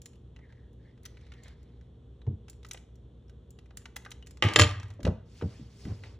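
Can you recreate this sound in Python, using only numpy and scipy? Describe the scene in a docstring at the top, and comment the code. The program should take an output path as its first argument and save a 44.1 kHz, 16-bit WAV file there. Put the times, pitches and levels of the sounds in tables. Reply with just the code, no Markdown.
"""A key ring clinks and a plastic case clicks and squeaks as a key fob is pressed into it.
The fob and then its metal tag drop on a wooden table; hands bump the table and a sleeve brushes past.
Blows are shaped noise bursts, with sharp fronts or separate ringing modes; friction is grainy hiss.
Close sounds ring in a small room with a low ventilation hum, heard at two closely spaced microphone ports."""
import sys
import numpy as np
from scipy import signal
from scipy.fft import rfft, irfft, next_fast_len
from scipy.io import wavfile
from scipy.ndimage import uniform_filter1d

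SR = 44100
rng = np.random.default_rng(int(sys.argv[2]) if len(sys.argv) > 2 else 0)


def transcribe(signal):
    """Save signal, clipped to [-1, 1], as a 16-bit WAV file at the path in sys.argv[1]."""
    frames = np.atleast_2d(signal).T
    limited = np.clip(frames, -1, 1)
    pcm = np.round(limited * 32767).astype(np.int16)
    wavfile.write(sys.argv[1], SR, pcm)


N = 272978

# modes of the metal tag with its ring: pitch_hz, level_db, t60_s
TAG = [(3230, -4, .05), (3620, -6, .05), (4194, -5, .06), (4450, -4, .05), (5200, -8, .05),
       (5551, -9, .055), (6200, -11, .05), (6679, -9, .06), (7154, 0, .052), (7245, 0, .048),
       (9500, -8, .035), (9800, -9, .035), (14550, -11, .06)]
# a landing or a hand thumps the table: start_s, thud_db, upper_corner_hz, lower_corner_hz, thud_t60_s,
# table_swing_db, swing_hz, swing_length_s, room_throb_db (relative to the swing)
TABLE_THUMPS = [(2.273, -26, 330, 75, .075, -19.5, 109.6, 0.04, -40),
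                (2.305, -38.5, 360, 130, 0.088, -34, 104, 0.039, -35),
                (2.327, -39, 300, 75, 0.058, -29.5, 102, 0.036, -40),
                (4.426, -32.5, 422, 168.5, 0.11, -38, 104, 0.032, -31.5),
                (4.442, -29, 388.6, 110.3, 0.15, -17, 100.4, .054, -22.5),
                (4.57, -27.5, 296.5, 74.5, 0.11, -22.5, 113.7, 0.051, -39),
                (4.598, -27, 331.3, 90, 0.13, -11.5, 97.6, .056, -17.5),
                (4.643, -32, 200, 74, .1, -18.5, 100.7, .052, -34),
                (4.992, -46.5, 520, 240, .3, -65, 94.6, .05, -30),
                (5.047, -25.5, 318, 75, 0.14, -25, 86, 0.025, -17.5),
                (5.065, -22.5, 656, 110.7, 0.12, -26, 83, 0.052, -39.5),
                (5.08, -23, 280.7, 74.5, .07, -22.5, 92, .034, -32),
                (5.421, -30, 520, 110, 0.1, -36, 92, 0.042, -19),
                (5.433, -27.5, 303, 68, 0.11, -23.5, 100, .044, -21),
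                (5.593, -41.5, 256, 75, 0.16, -41.5, 97.1, 0.039, -20.5),
                (5.851, -30, 190, 58, .12, -44, 88, 0.036, -22.5),
                (5.9, -34.5, 180, 62, 0.11, -26, 97.7, 0.051, -15.5)]


def case_clicks(level_db=-5, focus_db=1.32, note_width_hz=400):
    """Short plastic snaps, each strongest round the pitch of the edge that slips."""
    # snaps and ticks: start_s, level_db (before level_db above), centre_hz, hardness_db_per_octave,
    # note_db (typical boost at the centre)
    snaps = [(0.0582, -41.5, 4100, -1, 9), (0.155, -56.5, 2900, 2, 23), (.3626, -45, 2760, -4, 18),
             (0.3893, -51, 1950, -5, 15), (0.524, -50.5, 2000, -4.5, 12), (0.9766, -56.5, 2520, -3.5, 6),
             (1.0327, -50, 4050, 11, 1), (1.0534, -36, 5860, 0, 11), (1.0582, -33.5, 5980, -1, 12),
             (1.1707, -46, 2300, -3, 12), (1.32, -40, 2260, -3, 7), (1.337, -47, 3120, -2, 14),
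             (1.4577, -49, 1940, -8, 14), (1.4807, -45, 3420, 0, -3), (2.2169, -49, 3810, -6.5, 16),
             (2.2663, -47, 970, -3, 7.5), (2.4825, -42.5, 4400, -4.5, -6), (2.630, -48, 3720, -2, 12),
             (2.6481, -37.5, 1280, 2, 6), (2.7113, -25.5, 6030, 0, 7), (2.745, -34.5, 1970, -5.5, -3),
             (2.773, -41, 2960, -0.5, 5), (3.282, -62, 5500, -3, 14), (3.2959, -51, 1460, 4, 8),
             (3.5882, -45.5, 1880, -0.5, 2), (3.707, -46.5, 1780, -6, 5), (3.8559, -33, 1900, -3, 4),
             (3.9635, -27.5, 1980, -1, 10), (4.0497, -37, 1985, 1.5, 8), (4.0614, -32.5, 1510, -5.5, 10),
             (4.1161, -31, 3100, -0.5, 3), (4.2255, -41, 2940, -1.5, 18.5), (5.004, -46.5, 1700, -1, 4),
             (5.0512, -25, 1500, -2, -1), (5.066, -33.5, 1705, -2, -4), (5.074, -29.5, 1260, -1.5, 12),
             (5.4118, -33.5, 1190, -6, 5), (5.422, -35, 1200, -5.5, 8), (5.852, -40.5, 3050, -2.5, 2),
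             (6.0361, -36, 2136, -4.5, 6)]
    # dense resonances of the case: pitch_hz, level_db
    body = [(200, -23.5), (600, -5), (1200, -3), (2000, -11), (3000, -3), (4500, -6), (6500, -5),
            (8500, -12), (11000, -4.5), (15000, -19)]
    # damped resonances that stand out of it: pitch_hz, width_hz, typical_level_db
    body_peaks = [(1142, 150, -4), (1530, 234, 6), (1973, 240, 11.5), (2443, 710, 3.5), (2887, 130, 3.5),
                  (3910, 140, 7), (5500, 1300, 1)]
    t60_at_2k_s, damping = 0.034, 0.1  # higher edges die sooner, by this power of their pitch
    out = np.zeros((2, N))
    for s, db, centre, hard, note_db in snaps + faint_ticks():

        def colour(hz):
            away = octaves(hz, centre)
            plastic = read(body, hz) + peaks(body_peaks, hz)
            note = peaks([(centre, note_width_hz, note_db)], hz)
            return plastic + note + hard * away - focus_db * away ** 2

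        t60 = t60_at_2k_s * (2000 / centre) ** damping
        add(out, s, amp(db + level_db) * snap(colour, t60, rise=0.00088, front_db=-4.5))
    return out


def faint_ticks(ticks_per_s=2.4, level_db=-54, scatter_db=-2, middle_hz=2330, spread_octaves=0.45):
    """Faint ticks of the case at random times, as rows like those of the snaps."""
    # spans of faint ticks: start_s, end_s (a span that ends before it starts gives none)
    spans = [(0.103, 1.93), (2.5, 2.3), (3.5, 4.4)]
    rows = []
    for start, end in spans:
        length = end - start
        for when, size, pitch in rng.random((round(length * ticks_per_s), 3)):
            db = level_db + scatter_db * (2 * size - 1)
            centre = middle_hz * 2 ** (spread_octaves * (2 * pitch - 1))
            rows.append((start + length * when, db, centre, 0, 8))
    return rows


def sliding(squeak_db=0, rub_db=4, slips_per_s=900, slip_scatter_db=3, squeak_width_hz=300):
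    """Each push rubs the case, and a run of tiny slips rings one resonance that moves as the fob goes deeper."""
    # strokes of the fob: hardest_s, swell_s, ease_s, squeak_db, rub_db (before rub_db above),
    # first_pitch_hz, last_pitch_hz
    pushes = [(0.444, .04, 0.037, -64, -81, 2140, 1770), (.505, 0.023, 0.027, -65, -73, 1850, 1600),
              (.55, 0.029, 0.16, -74, -81, 1900, 1700), (0.884, 0.097, 0.066, -71, -77, 1700, 2020),
              (1.05, 0.029, 0.15, -86, -70, 2028, 2000), (1.22, .14, 0.66, -85, -74, 2200, 2190),
              (1.395, 0.1, 0.032, -67, -71.5, 2070, 1900), (1.462, 0.046, 0.085, -67, -63, 2180, 1460)]
    # hiss of the rubbing case: pitch_hz, level_db
    slide_tone = [(700, 11), (1400, 3.5), (2000, 13.5), (2600, 3.5), (4000, 8), (7000, -8), (11000, -15)]
    out, t = np.zeros((2, N)), np.arange(SR) / SR
    for top, swell, ease, db, hiss_db, first_hz, last_hz in pushes:
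        slip_now = rng.random(SR) < slips_per_s / SR
        slips = slip_now * amp(slip_scatter_db * np.clip(rng.standard_normal(SR), -2, 2))
        # a low-pass in a frame that turns with the pitch acts as a gliding resonance
        glide_hz = np.interp(t, [0, swell + ease], [first_hz, last_hz])
        turn = np.exp(2j * np.pi * np.cumsum(glide_hz) / SR)
        low_pass = signal.butter(2, squeak_width_hz / 2, fs=SR)
        squeak = unit((turn * signal.lfilter(*low_pass, slips / turn)).real)
        scrape = rub(slide_tone, 0, grain_db=1.5, patchy_db=2.5)
        both = amp(db + squeak_db) * squeak + amp(hiss_db + rub_db) * scrape
        add(out, top - swell, stroke(swell, ease, edge_db=-12) * both)
    return out


def ring_clinks(level_db=-4, ring_db=-33, note_db=7, note_width_hz=450):
    """Bright steel ticks, each with its own note and a faint ring, damped by the fingers."""
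    # the key ring touches the tag or the fob: start_s, level_db (before level_db above),
    # hardness_db_per_octave, strongest_pitch_hz
    touches = [(0.018, -41.5, 4.5, 7350), (0.058, -36.5, 2.5, 7030), (0.731, -61, 7, 6640),
               (1.054, -28, 24, 7900), (1.435, -46, 2, 6860), (1.63, -59, 1, 7160), (2.498, -36.5, 6, 7200),
               (2.531, -55, -1.5, 12000), (2.665, -49, 2, 7150), (2.687, -42, 6, 6750),
               (2.7331, -33.5, 4, 7900), (2.956, -57.5, 3, 6150), (3.506, -44, 8, 7600),
               (3.7717, -31, 3, 7090), (3.818, -53, -7.5, 5650), (3.9603, -39, 1, 6200),
               (3.9643, -27, 10.5, 6340), (4.02, -53.5, -6, 7340), (4.1062, -39.5, 4.5, 6520),
               (4.263, -52.5, -0.5, 7090), (4.27, -42, -0.5, 7220), (4.309, -43.5, 1, 14540),
               (4.372, -47.5, -3.5, 6280), (4.438, -35, 3, 11020), (4.456, -37, 9.5, 14130),
               (4.536, -26, -3, 9350), (4.799, -37.5, -7, 6230), (4.831, -39.5, -6, 8200),
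               (4.883, -57, -1.5, 9500), (4.903, -46, -5, 6180), (4.911, -47, -9, 6840),
               (4.938, -59, 0.5, 7480), (5.031, -40, -2.5, 8340)]
    out = np.zeros((2, N))
    for s, db, hard, note_hz in touches:

        def colour(hz):
            note = peaks([(note_hz, note_width_hz, note_db)], hz)
            return steel(hz, humps=0.41) + hard * octaves(hz, 7000) + note

        tick = snap(colour, t60=0.033, rise=0.00016, front_db=-5.5)
        tag_ring = ring(TAG, scatter_db=1.5, detune=0.046)
        add(out, s, amp(db + level_db) * (tick + amp(ring_db) * tag_ring))
    return out


def landings(level_db=4.5, clash_db=-19.0, tag_db=-12, tag_room_db=-3, focus_db=9, note_db=6,
             note_width_hz=550, chatter_db=-16, chatter_s=0.024, loss_db=1.0, count=6):
    """Each landing cracks, rings table top and tag, then rebounds; gives direct sound and room share."""
    # fob and tag land: start_s, level_db (before level_db above), hardness_db_per_octave, edge_note_hz,
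    # tag_db, table_ring_db, room_share_db (these three relative to the landing, before trims)
    drops = [(4.4235, -15.5, -2.5, 2900, -33.5, -16, 4), (4.437, -27, 0, 2468, -22.5, -17.5, 8.5),
             (4.4857, -32, -0.5, 3100, -31.5, -12.5, 7.5), (4.5599, -11, -1, 3600, -7, -14.5, -4.5),
             (4.5886, -18, -4.5, 3300, 1, -22, -0.5), (4.5953, -11.5, 1, 4400, -2.5, -13, -4),
             (4.5992, -19.5, 2, 5200, 4.5, -14, -4.5), (4.6132, -17.5, 2, 3150, -5, -24.5, -5.5),
             (4.619, -15.5, 3, 4350, -1.5, -16.5, -6.5), (4.635, -23.5, -1.5, 3300, 2.5, -14, -8),
             (4.644, -27.5, -1, 4300, -6, -17.5, -2), (4.667, -36, -3.5, 2500, -8.5, -17, -2)]
    # dense resonances of the wood: pitch_hz, level_db
    wood_tone = [(150, -27.5), (300, -12), (600, -1.5), (900, -5), (1400, -1), (2100, 4.5), (3200, 0.5),
                 (4400, -4.5), (5000, -5.5), (6500, -9.5), (8500, -19), (11000, -18), (13000, -29.5),
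                 (15000, -34)]
    # separate modes of the table top: pitch_hz, level_db, t60_s
    top_modes = [(307.7, -5, 0.089), (320, -0.5, 0.11), (450, -3.5, .1), (604, -6, 0.15), (840, -19, 0.27),
                 (1143, -2.5, .035), (1201, 3.5, 0.044), (1636, -2, 0.083), (1966, -5.5, 0.055),
                 (2100, 2, 0.031), (2670, -1, 0.072), (2920, -4.5, 0.036), (3127, 0, 0.063)]
    out, sent = np.zeros((2, 2, N))
    for s, db, hard, note_hz, steel_db, top_db, room_db in drops:

        def colour(hz):
            note = peaks([(note_hz, note_width_hz, note_db)], hz)
            return read(wood_tone, hz) + hard * octaves(hz, 2000) + note

        def clash_colour(hz):
            return steel(hz, humps=0.9) - focus_db * octaves(hz, 5600) ** 2

        crack = burst(colour, t60=0.024, rise=0.00089)
        wood = crack + amp(top_db) * ring(top_modes, scatter_db=-0.5, rattle_db=0.5)
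        clash = burst(clash_colour, t60=0.01, rise=0.0011)
        tag = amp(clash_db) * clash + amp(tag_db) * ring(TAG, scatter_db=2.5)
        add(out, s, amp(db + level_db) * (wood + amp(steel_db) * tag))
        add(sent, s, amp(db + level_db + room_db) * (wood + amp(steel_db + tag_room_db) * tag))
        # small rebounds at random gaps, each weaker by loss_db
        delays = np.cumsum(chatter_s * rng.uniform(0.18, 1, count))
        for k, delay in enumerate(delays):
            rebound = burst(colour, t60=0.013, rise=0.00052)
            add(out, s + delay, amp(db + chatter_db - k * loss_db) * rebound)
    return out, sent


def bumps(slope=7.34, push_db=-5, shudder_db=-2):
    """A soft contact pushes and shakes the table between two corner frequencies; then the weight settles."""
    yield_s = 0.003  # flesh gives way before the push arrives
    settle_s, settle_db, settle_hz = 0.016, 2, 163  # the weight follows the first contact, duller
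    out = np.zeros((2, N))
    for s, db, first_corner, low_hz, t60, *_ in TABLE_THUMPS:
        for delay, extra_db, corner in [(0, 0, first_corner), (settle_s, settle_db, settle_hz)]:

            def colour(hz):
                upper = 1 + (hz / corner) ** slope
                lower = 1 + (low_hz / (hz + 1)) ** 10
                return -10 * np.log10(upper * lower)

            shudder = burst(colour, t60, rise=0.0025, spread=0.14)
            push = np.linalg.norm(shudder[0]) * pulse(colour)
            add(out, s + delay, amp(db + extra_db + shudder_db) * shudder)
            add(out, s + delay + yield_s, amp(db + extra_db + push_db) * push)
    return out


def booms(low_hz=92, beat_hz=15.0, t60=1.21, lead_s=0.0068):
    """The table's lowest swing swells and fades, leaving two room modes that beat as they die."""
    out = np.zeros((2, N))
    age = np.arange(SR) / SR
    pair = np.sin(2 * np.pi * low_hz * age) - np.sin(2 * np.pi * (low_hz + beat_hz) * age)
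    throb = pair * np.exp(-np.log(1000) * age / t60)
    for s, *_, db, hz, swing_s, room_db in TABLE_THUMPS:
        start = s - lead_s  # the swing starts just ahead of the thud
        t = np.arange(int(swing_s * SR)) / SR
        swing = np.sin(np.pi * t / swing_s) ** 2 * np.sin(2 * np.pi * hz * t)
        add(out, start, amp(db) * swing)
        add(out, start + swing_s / 2, amp(db + room_db) * throb)
    return out


def sleeve(level_db=6.5):
    """Cloth brushes past in overlapping sweeps of grainy hiss."""
    # fastest_s, swell_s, ease_s, level_db (before level_db above), brightness_db_per_octave
    sweeps = [(5.381, 0.13, 0.19, -66.5, 4), (5.51, 0.097, 0.38, -66, 2.5), (5.82, 0.13, 0.34, -65, 5),
              (5.889, .07, 0.16, -55, -3), (6.05, 0.026, 0.13, -60, 0)]
    # hiss of the cloth: pitch_hz, level_db
    cloth_tone = [(500, 10.5), (1500, 0), (2900, 0), (4000, -3.5), (4800, -0.5), (7500, -11.5),
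                  (10000, -18.5), (15000, -21)]
    out = np.zeros((2, N))
    for top, swell, ease, db, bright in sweeps:
        brush = rub(cloth_tone, bright, grain_db=-0.5, patchy_db=2.0)
        add(out, top - swell, amp(db + level_db) * stroke(swell, ease, edge_db=-16) * brush)
    return out


def changing_room(x, turn_s=0.41, count=3):
    """Crossfades between several random diffuse tails, so that no single tail colours every sound."""
    angle = np.pi * np.arange(N) / SR / turn_s
    gain = np.sqrt(2 / count)  # keeps the summed power steady
    return sum(room(x * gain * np.cos(angle + np.pi * k / count)) for k in range(count))


def room(x, gap_s=0.001, build_s=0.00053):
    """A diffuse tail after a short gap, each band dying at its own speed."""
    # decay of the room: pitch_hz, t60_s
    decay = [(100, 0.78), (300, 0.21), (700, 0.4), (2000, 0.51), (5000, 0.4), (8000, 0.3), (15000, 0.34)]
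    # strength of the tail: pitch_hz, level_db
    strength = [(100, -5.5), (300, -5), (700, 0), (1200, -5), (2000, -7.5), (5000, -9), (9000, -8),
                (15000, -21.5)]
    hz, t, z = signal.stft(noise(np.zeros_like, SR), SR, nperseg=256)
    t60 = read(decay, hz)[:, None]
    even_energy = np.sqrt(2 * np.log(1000) / (t60 * SR))  # long and short decays carry the same energy
    z = z * np.exp(-np.log(1000) * t / t60) * amp(read(strength, hz))[:, None] * even_energy
    tail = signal.istft(z, SR, nperseg=256)[1]
    tail = tail * np.clip((np.arange(tail.shape[1]) / SR - gap_s) / build_s, 0, 1)
    return signal.fftconvolve(x.mean(0)[None], tail, axes=1)[:, :N]


def ventilation(air_db=-54, waver=1.0):
    """A steady rush of air with motor lines whose phase wavers by about waver radians."""
    # rush of air: pitch_hz, level_db (relative)
    air_tone = [(25, -15.5), (45, -10), (65, 0), (110, -8), (150, -9), (250, -16.5), (450, -19), (700, -32),
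                (1200, -39.5), (2300, -49.5), (3400, -38.5), (4800, -56), (7200, -56), (16000, -66)]
    # motor lines: pitch_hz, level_db
    motor_lines = [(60, -56), (66, -65), (118.4, -60), (241, -71), (398.4, -74.5), (468.3, -73.5)]
    t = np.arange(N) / SR
    knots = np.linspace(0, N / SR, 30)
    hum = np.zeros(N)
    for hz, db in motor_lines:
        drift = np.interp(t, knots, rng.standard_normal(len(knots)))
        hum += amp(db) * unit(np.sin(2 * np.pi * hz * t + waver * drift))
    return amp(air_db) * noise(lambda hz: read(air_tone, hz), N) + hum


def snap(colour, t60, rise, front_db):
    """A sharp front, its reflections off hand and table, and the crowded ringing that follows."""
    # direct front, then off the table and the hand: delay_s (before a random stretch), level_db
    paths = [(.0005, 0), (.0034, -6), (.005, -9)]
    out = burst(colour, t60, rise)
    size = np.linalg.norm(out[0])
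    front = size * amp(front_db) * pulse(colour)
    reach = rng.uniform(0.8, 1.2)
    for delay, db in paths:
        add(out, delay * reach, amp(db) * front)
    return out * size / np.linalg.norm(out[0])


def pulse(colour, size=4096):
    """The first wavefront of a blow: one causal pulse of energy 1 with the dB spectrum colour(hz)."""
    db = colour(abs(np.fft.fftfreq(size, 1 / SR)))
    log_gain = np.log(amp(np.maximum(db - db.max(), -100)))
    # the Hilbert transform of the log gain gives the minimum phase
    wave = np.fft.ifft(np.exp(np.conj(signal.hilbert(log_gain)))).real
    return wave / np.linalg.norm(wave)


def burst(colour, t60, rise, spread=1.0):
    """A blow on many crowded resonances that die together."""
    t = np.arange(SR // 3) / SR
    shape = (1 - np.exp(-t / rise)) * np.exp(-np.log(1000) * t / t60)
    return unit(noise(colour, len(t), spread) * shape) * np.sqrt(np.mean(shape ** 2))


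def ring(modes, scatter_db=4.0, detune=0.0034, rattle_db=5.0):
    """Separate modes, weighted and detuned by each way of resting; loose contact makes each one flutter."""
    t = np.arange(SR // 3) / SR
    hz, db, t60 = np.transpose(modes)[:, :, None]
    weight, turn, shift = rng.standard_normal((3, len(modes), 1))
    wobble = unit(uniform_filter1d(rng.standard_normal((len(modes), len(t))), size=180))
    flutter = unit(amp(rattle_db * wobble))
    waves = np.sign(turn) * flutter * np.sin(2 * np.pi * hz * (1 + detune * shift) * t)
    decay = np.exp(-np.log(1000) * t / t60)
    return (amp(db + scatter_db * weight) * decay * waves).sum(0)


def steel(hz, humps):
    """The dB spectrum of a contact on the key ring or its tag; fingers flatten its humps."""
    # dense resonances of the steel: pitch_hz, level_db
    steel_tone = [(500, -17.5), (1500, -6.5), (3000, -4), (5000, -7.5), (7300, -6.5), (8600, -11),
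                  (10300, -8.5), (12500, -6), (15000, -9.5)]
    # resonances that stand out: pitch_hz, width_hz, level_db (before the humps factor)
    steel_peaks = [(5230, 1200, 8.3), (7200, 310, 16), (7760, 250, 5.1), (9350, 650, 4.5), (13080, 700, 4),
                   (13600, 500, 4.7)]
    return read(steel_tone, hz) + humps * peaks(steel_peaks, hz)


def peaks(table, hz, scatter=0.31):
    """Resonance humps in dB; each point of contact brings them out differently."""
    centre, width, db = np.transpose(table)[:, :, None]
    height = db * (1 + scatter * rng.standard_normal(db.shape))
    return (height / (1 + (2 * (hz - centre) / width) ** 2)).sum(0)


def rub(tone, bright, grain_db, patchy_db):
    """One second of friction: a hiss that catches every few milliseconds, in patches of changing colour."""
    hiss = noise(lambda hz: read(tone, hz) + bright * octaves(hz, 3000), SR)
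    z = signal.stft(hiss, nperseg=256)[2]
    patches = uniform_filter1d(rng.standard_normal(z.shape[1:]), size=6, axis=0)
    patches = unit(uniform_filter1d(patches, size=7, axis=1))
    patchy = signal.istft(z * amp(patchy_db * patches), nperseg=256)[1][:, :SR]
    grain = unit(uniform_filter1d(rng.standard_normal(SR), size=120))
    return unit(patchy * amp(grain_db * grain))


def stroke(swell_s, ease_s, edge_db, fade_s=0.0074):
    """Gain over one second from the start of a movement: it swells to its top, then eases off."""
    t, end = np.arange(SR) / SR, swell_s + ease_s
    swell = amp(np.interp(t, [0, swell_s, end], [edge_db, 0, edge_db]))
    return swell * np.clip(np.minimum(t, end - t) / fade_s, 0, 1)


def noise(colour, size, spread=1):
    """Two-port noise whose dB spectrum is colour(hz); spread 0 is the same in both ports."""
    # diffuse sound at the two ports: pitch_hz, likeness (1 = identical)
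    port_likeness = [(150, 1), (300, .92), (650, .5), (1200, .9), (3100, .85), (4400, .8), (4900, .98),
                     (5400, .8), (7000, .65), (12000, .97)]
    padded = next_fast_len(size)
    hz = np.fft.rfftfreq(padded, 1 / SR)
    a, b = rfft(rng.standard_normal((2, padded)))
    same = np.clip(1 - spread * (1 - read(port_likeness, hz)), 0, 1)
    ports = np.array([a, same * a + np.sqrt(1 - same ** 2) * b])
    return unit(irfft(ports * amp(colour(hz)), padded)[:, :size])


def amp(db):
    """Decibels to gain."""
    return 10 ** (np.asarray(db) / 20)


def unit(x):
    """Scales to rms 1."""
    return x / np.sqrt(np.mean(x ** 2) + 1e-20)


def read(points, hz):
    """Reads a table on a log-frequency axis."""
    f, value = np.transpose(points)
    return np.interp(np.log(hz + 1), np.log(f + 1), value)


def octaves(hz, centre):
    """Distance from a centre frequency in octaves, flat in the deep bass."""
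    return np.log2(np.maximum(hz, 300) / centre)


def add(mix, s, sound):
    """Mixes a sound in at time s."""
    part = mix[:, round(s * SR):][:, :sound.shape[-1]]
    part += sound[..., :part.shape[1]]


def scene():
    """Case, key ring, table and sleeve are close; all blows and the sliding also send a share into the room."""
    plastic = case_clicks() + sliding()
    clinks = ring_clinks()
    dropped, sent = landings()
    bumped = bumps()
    echoes = changing_room(amp(-4.5) * plastic + clinks + sent + amp(-6.5) * bumped)
    return plastic + clinks + dropped + bumped + booms() + sleeve() + echoes + ventilation()


def record(dry, low_cut_hz=44, edge_hz=16200):
    """The two ports hear each frequency with a phase difference; then the low cut and the band limit."""
    # between the two ports: pitch_hz, left_lead_radians
    port_phase = [(200, 0), (750, -.45), (1200, 0), (1800, .1), (2650, 1.1), (3600, .3), (4500, 1),
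                  (4900, 3), (5300, 6.2), (8500, 8.2), (11500, 9.3), (16000, 9.42)]
    size = next_fast_len(N + SR // 10)
    hz = np.fft.rfftfreq(size, 1 / SR)
    lead = read(port_phase, hz)
    low_cut = 1 / np.sqrt(1 + (low_cut_hz / (hz + 1)) ** 10)
    turn = np.exp(0.5j * np.array([lead, -lead]))
    ports = irfft(rfft(dry, size) * low_cut * turn, size)[:, :N]
    band_limit = signal.firwin(511, edge_hz, window=("kaiser", 9), fs=SR)
    return signal.oaconvolve(ports, band_limit[None], "same")


dry = scene()
out = record(dry)
transcribe(out)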